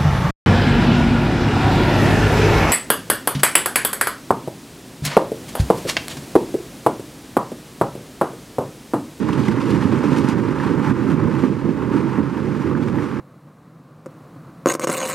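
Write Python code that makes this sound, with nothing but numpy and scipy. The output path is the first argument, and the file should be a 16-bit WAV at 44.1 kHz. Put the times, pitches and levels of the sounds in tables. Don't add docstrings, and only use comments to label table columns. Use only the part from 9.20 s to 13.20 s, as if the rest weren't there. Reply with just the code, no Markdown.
import sys
import numpy as np
from scipy import signal
from scipy.fft import rfft, irfft
from scipy.io import wavfile
from scipy.ndimage import uniform_filter1d, minimum_filter1d

SR = 44100
rng = np.random.default_rng(int(sys.argv[2]) if len(sys.argv) > 2 else 0)


def pcm_store(signal):
    levels = np.round(np.clip(np.atleast_2d(signal), -1, 1) * 32767)
    wavfile.write(sys.argv[1], SR, levels.astype(np.int16).T)


N = 176400
TIME = np.arange(N) / SR
BIN_HZ = np.fft.rfftfreq(N, 1 / SR)


def amp(db):
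    return 10 ** (np.asarray(db) / 20)


def unit_rms(x):
    return x / np.sqrt(np.mean(x ** 2) + 1e-20)


def unit_peak(x):
    return x / abs(x).max()


def highpass(x, hz):
    return signal.sosfilt(signal.butter(4, hz, "high", fs=SR, output="sos"), x)


def curve(points):
    return np.interp(TIME, *np.transpose(points))


def at_hz(points, hz):
    points_hz, value = np.transpose(points)
    return np.interp(np.log(hz + 1), np.log(points_hz), value)


def add(mix, start_s, sound):
    part = mix[..., max(round(start_s * SR), 0):][..., :sound.shape[-1]]
    part += sound[..., :part.shape[-1]]


def ring(x, spectrum, size=4096):
    log_gain = np.log(amp(at_hz(spectrum, abs(np.fft.fftfreq(size, 1 / SR)))))
    response = np.fft.ifft(np.exp(signal.hilbert(log_gain).conj())).real[:size // 2]
    return signal.fftconvolve(x, response)[:len(x)]


def decay(x, decay_s):
    return signal.lfilter([1], [1, -np.exp(-1 / (decay_s * SR))], x)


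def wander(slow_hz, fast_hz):
    shape = BIN_HZ / (BIN_HZ + slow_hz) ** 1.5 / (1 + (BIN_HZ / fast_hz) ** 2)
    return unit_rms(irfft(rfft(rng.standard_normal(N)) * shape, N))


def catches(per_s, spread_db):
    size = amp(spread_db * np.minimum(rng.exponential(1, N), 4))
    return size * rng.choice([-1, 1], N) * (rng.random(N) < per_s / SR)


def stereo(make, apart):
    return np.sqrt(1 - apart) * make() + np.sqrt(apart) * np.array([make(), make()])


# frequency in Hz, gain in dB.
SHELL_SPECTRUM = [(25, -63), (50, -38.5), (80, -9), (105, -7), (130, 1.5), (165, -2.5), (230, -1.5),
                  (320, -1.5), (390, -6.5), (500, -12.5), (610, -20.5), (690, -34.5), (1000, -47.5),
                  (3000, -82.5)]
# ratio to the main note, weight in dB, decay in seconds.
PANEL_MODES = [(.8, -10, 0.012), (1, 3, 0.011), (1.222, -7.5, 0.012), (1.7, -17.5, 0.02)]
# time in seconds, level in dB.
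RUMBLE_DB = [(0, -20), (.25, -21), (.42, -21.5), (.5, -18), (.8, -21), (.95, -18.5), (1.3, -21),
             (1.43, -20.5), (1.56, -19), (1.71, -20), (1.75, -23), (1.92, -17.5), (1.96, -22), (2.06, -16),
             (2.18, -21), (2.31, -20.5), (2.42, -25), (2.47, -20), (2.61, -23), (2.77, -18), (2.95, -24.5),
             (3.02, -21), (3.11, -25.5), (3.28, -21), (3.4, -23.5), (3.48, -21), (3.8, -21.5),
             (3.89, -25.5), (3.94, -24)]


def rumble(panel_hz=270, panel_db=-7, flex=0.043):
    cycles = np.cumsum(panel_hz * (1 + flex * wander(slow_hz=1.6, fast_hz=12))) / SR
    drive = catches(per_s=900, spread_db=1.0)
    modes = 0
    for ratio, weight_db, decay_s in PANEL_MODES:
        phasor = np.exp(2j * np.pi * ratio * cycles)
        modes += amp(weight_db / 2) * (phasor * decay(drive / phasor, decay_s)).real
    hollow = amp(panel_db) * unit_rms(ring(modes, SHELL_SPECTRUM))
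    knocks = lambda: unit_rms(ring(catches(per_s=1800, spread_db=1.6), SHELL_SPECTRUM))
    judder_db = 0.31 * wander(slow_hz=9.7, fast_hz=49.7)
    return (stereo(knocks, apart=0.046) + hollow) * amp(curve(RUMBLE_DB) + judder_db - 0.12)


# time in seconds, relative level in dB.
GUST_DB = [(0, -32), (1.5, -41), (1.85, -26), (2.0, -35), (2.6, -30), (2.9, -45), (4, -37)]
# frequency in Hz, gain in dB.
WIND_SPECTRUM = [(15, -28), (55, 11), (80, -11), (300, -26), (2000, -45)]


def wind(opposed=0.83):
    puff = lambda: unit_rms(ring(rng.standard_normal(N), WIND_SPECTRUM))
    pair = stereo(puff, apart=1 - opposed) * np.array([[1], [-1]])
    return pair * amp(curve(GUST_DB) + 1.6 * wander(slow_hz=6, fast_hz=18) - 9)


# time in seconds, level in dB.
DRAG_DB = [(.02, -34.5), (.07, -33.5), (.34, -32), (.78, -31), (1.0, -28.5), (1.06, -33), (1.09, -29),
           (1.22, -33.5), (1.44, -31), (1.63, -30), (1.66, -28.5), (1.71, -27), (1.73, -36), (1.86, -32),
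           (1.98, -32.5), (2.23, -32), (2.28, -37.5), (2.68, -35.5), (2.76, -31.5), (2.92, -34),
           (2.98, -30), (3.03, -35), (3.5, -35.5), (3.73, -36), (3.82, -31), (3.92, -36)]
# frequency in Hz, gain in dB.
FLOOR_SPECTRUM = [(200, -40), (600, -16.5), (690, -18), (790, -4.5), (900, 1), (1200, -2.5), (1600, -7),
                  (2400, -16.5), (3300, -28), (6000, -46), (15000, -47)]
# time in seconds, relative level in dB.
GRAIN_DB = [(.02, -48), (.09, -50), (.27, -45), (.35, -50), (.48, -45), (.77, -49), (.99, -43.5),
            (1.06, -47.5), (1.1, -43), (1.15, -51), (1.23, -51.5), (1.37, -52), (1.41, -49), (1.6, -50.5),
            (1.7, -46), (1.73, -54.5), (1.92, -49.5), (1.98, -54.5), (2.23, -49.5), (2.29, -54),
            (2.66, -56), (2.77, -50.5), (2.87, -53), (3.1, -55), (3.4, -52.5), (3.55, -56), (3.67, -51.5),
            (3.74, -55.5), (3.83, -49), (3.92, -55)]
# frequency in Hz, gain in dB.
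RIM_SPECTRUM = [(700, -18), (1500, -3.5), (2500, 8.5), (3400, 1), (4500, -3), (8000, -23)]


def scrape(clumps):
    rasp = lambda: unit_rms(ring(catches(per_s=3800, spread_db=1.0), FLOOR_SPECTRUM))
    grind = unit_rms(ring(catches(per_s=1900, spread_db=-0.5), RIM_SPECTRUM))
    floor = stereo(rasp, apart=0.042) * amp(curve(DRAG_DB) + 1.49 * clumps + 0.01)
    return floor + grind * amp(curve(GRAIN_DB) + 2.4 * clumps + 0.5)


# frequency in Hz, gain in dB.
SAND_SPECTRUM = [(500, -25), (2000, 6), (3500, -0.5), (5000, 0), (7500, -5), (10000, -9), (12500, -15.5),
                 (14500, -29)]


def sand(clumps, apart_hz=7000):
    fizz = lambda: unit_rms(ring(catches(per_s=12000, spread_db=2.0), SAND_SPECTRUM))
    apart = 0.69 * BIN_HZ ** 2 / (BIN_HZ ** 2 + apart_hz ** 2)
    shared = np.sqrt(1 - apart) * rfft(fizz())
    separate = np.sqrt(apart) * rfft([fizz(), fizz()])
    return irfft(shared + separate, N) * amp(curve(GRAIN_DB) + 1.2 * clumps + 2.5)


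# frequency in Hz, gain in dB.
GRAVEL_SPECTRUM = [(700, -23), (1800, 1), (2700, 13.5), (5000, 1), (8000, -11), (13000, -28)]


def gravel(crush_s=0.0023, offset_db=-4.0, expansion=0.65):
    bursts = decay(abs(catches(per_s=130, spread_db=1.0)), crush_s)
    crackle = lambda: unit_rms(ring(bursts * rng.standard_normal(N), GRAVEL_SPECTRUM))
    grain_db = curve(GRAIN_DB)
    level_db = grain_db + expansion * (grain_db - grain_db.mean()) + offset_db
    return stereo(crackle, apart=0.04) * amp(level_db)


# start in seconds, peak level in dB, resonance in Hz.
STONE_TICKS = [(.088, -16, 980), (.131, -24.5, 3200), (.283, -20, 2000), (1.399, -19.5, 1720),
               (2.238, -17, 1150), (2.621, -23.5, 1050), (3.512, -20.5, 1150), (3.551, -18.5, 1480),
               (3.784, -19.5, 960)]


def ticks(low_cut_hz=800, decay_cycles=4, rasp_s=0.004, size=2048):
    out, t = np.zeros(N), np.arange(size) / SR
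    for start_s, db, hz in STONE_TICKS:
        note = np.sin(2 * np.pi * hz * t) * np.exp(-t * hz / decay_cycles) * np.tanh(t * hz)
        rasp = ring(rng.standard_normal(size) * np.exp(-t / rasp_s), FLOOR_SPECTRUM)
        tick = highpass(unit_peak(note) + unit_peak(rasp), low_cut_hz)
        add(out, start_s, amp(db) * unit_peak(tick))
    return out


# start in seconds, peak level in dB.
PEBBLE_SNAPS = [(.089, -30), (.132, -28), (.1935, -30), (.2583, -33), (.283, -24.5), (0.496, -35),
                (0.505, -25), (.931, -31), (0.978, -32), (.984, -26.5), (1.087, -22), (1.098, -32)]


def pebbles(snap_s=0.0029, crumble_s=0.009, crumble_db=-12, size=2048):
    out, t = np.zeros((2, N)), np.arange(size) / SR
    envelope = np.exp(-t / snap_s) + amp(crumble_db) * np.exp(-t / crumble_s)
    snap = lambda: ring(rng.standard_normal(size) * envelope, SAND_SPECTRUM)
    for start_s, db in PEBBLE_SNAPS:
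        add(out, start_s, amp(db) * unit_peak(stereo(snap, apart=0.056)))
    return out


# start in seconds, level in dB, panel note in Hz.
STONE_BUMPS = [(.190, -8.5, 249), (0.2806, -5, 200), (0.371, -11.5, 289), (.649, -8.5, 173),
               (0.725, -9, 311), (0.84, -7.5, 291), (0.919, -7.5, 268.6), (0.986, -10.5, 272),
               (1.087, -9, 214), (1.498, -13.5, 273), (1.682, -9.5, 180), (2.237, -4, 263.6),
               (2.452, -13.5, 333), (2.489, -10, 226), (2.82, -14.5, 279), (2.984, -7.5, 234.5),
               (2.993, -17.5, 309), (3.002, -9.5, 222), (3.624, -12.5, 245)]


def bumps(attack_s=0.0015, crunch_db=-21, crunch_s=0.0094, push_db=-9, size=4096):
    out, t = np.zeros(N), np.arange(size) / SR
    push = amp(push_db) * unit_peak(ring(signal.unit_impulse(size), SHELL_SPECTRUM))
    for start_s, db, hz in STONE_BUMPS:
        swing = sum(amp(weight_db) * np.sin(2 * np.pi * ratio * hz * t) * np.exp(-t / decay_s)
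                    for ratio, weight_db, decay_s in PANEL_MODES)
        swing *= 1 - np.exp(-t / attack_s)
        thump = unit_peak(highpass(swing, hz / 2)) + push
        crunch = ring(rng.standard_normal(size) * np.exp(-t / crunch_s), FLOOR_SPECTRUM)
        add(out, start_s, amp(db) * (amp(crunch_db) * unit_peak(crunch) - unit_peak(thump)))
    return out


# frequency in Hz, left minus right in dB.
BALANCE_DB = [(40, -2), (110, -12), (280, -10), (450, -7.5), (650, -6), (1000, -3.5), (1600, -2),
              (4000, -1), (14000, -1.5)]
# frequency in Hz, left lead in radians.
LEAD_RAD = [(30, 0.17), (180, 0.51), (430, 0.41), (950, 0.5), (1500, 0.22), (3000, 0.13), (6000, -0.26),
            (14000, -0.5)]


def ports(x):
    left = amp(at_hz(BALANCE_DB, BIN_HZ) / 2) * np.exp(0.5j * at_hz(LEAD_RAD, BIN_HZ))
    pair = np.array([left, 1 / left])
    return irfft(rfft(x) * pair / abs(pair.mean(0)), N)


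def scene():
    clumps = wander(slow_hz=2.3, fast_hz=69.4)
    tub = rumble() + scrape(clumps) + sand(clumps) + gravel() + bumps() + pebbles() + ticks()
    return ports(tub) + wind()


def record(dry, ceiling=0.95, window_samples=400, cutoff_hz=14500):
    gain = np.minimum(1, ceiling / (abs(dry).max(0) + 1e-9))
    limited = dry * uniform_filter1d(minimum_filter1d(gain, window_samples), window_samples)
    lowpass = signal.firwin(511, cutoff_hz, window=("kaiser", 9), fs=SR)
    return signal.oaconvolve(limited, lowpass[None], "same")


dry = scene()
out = record(dry)
pcm_store(out)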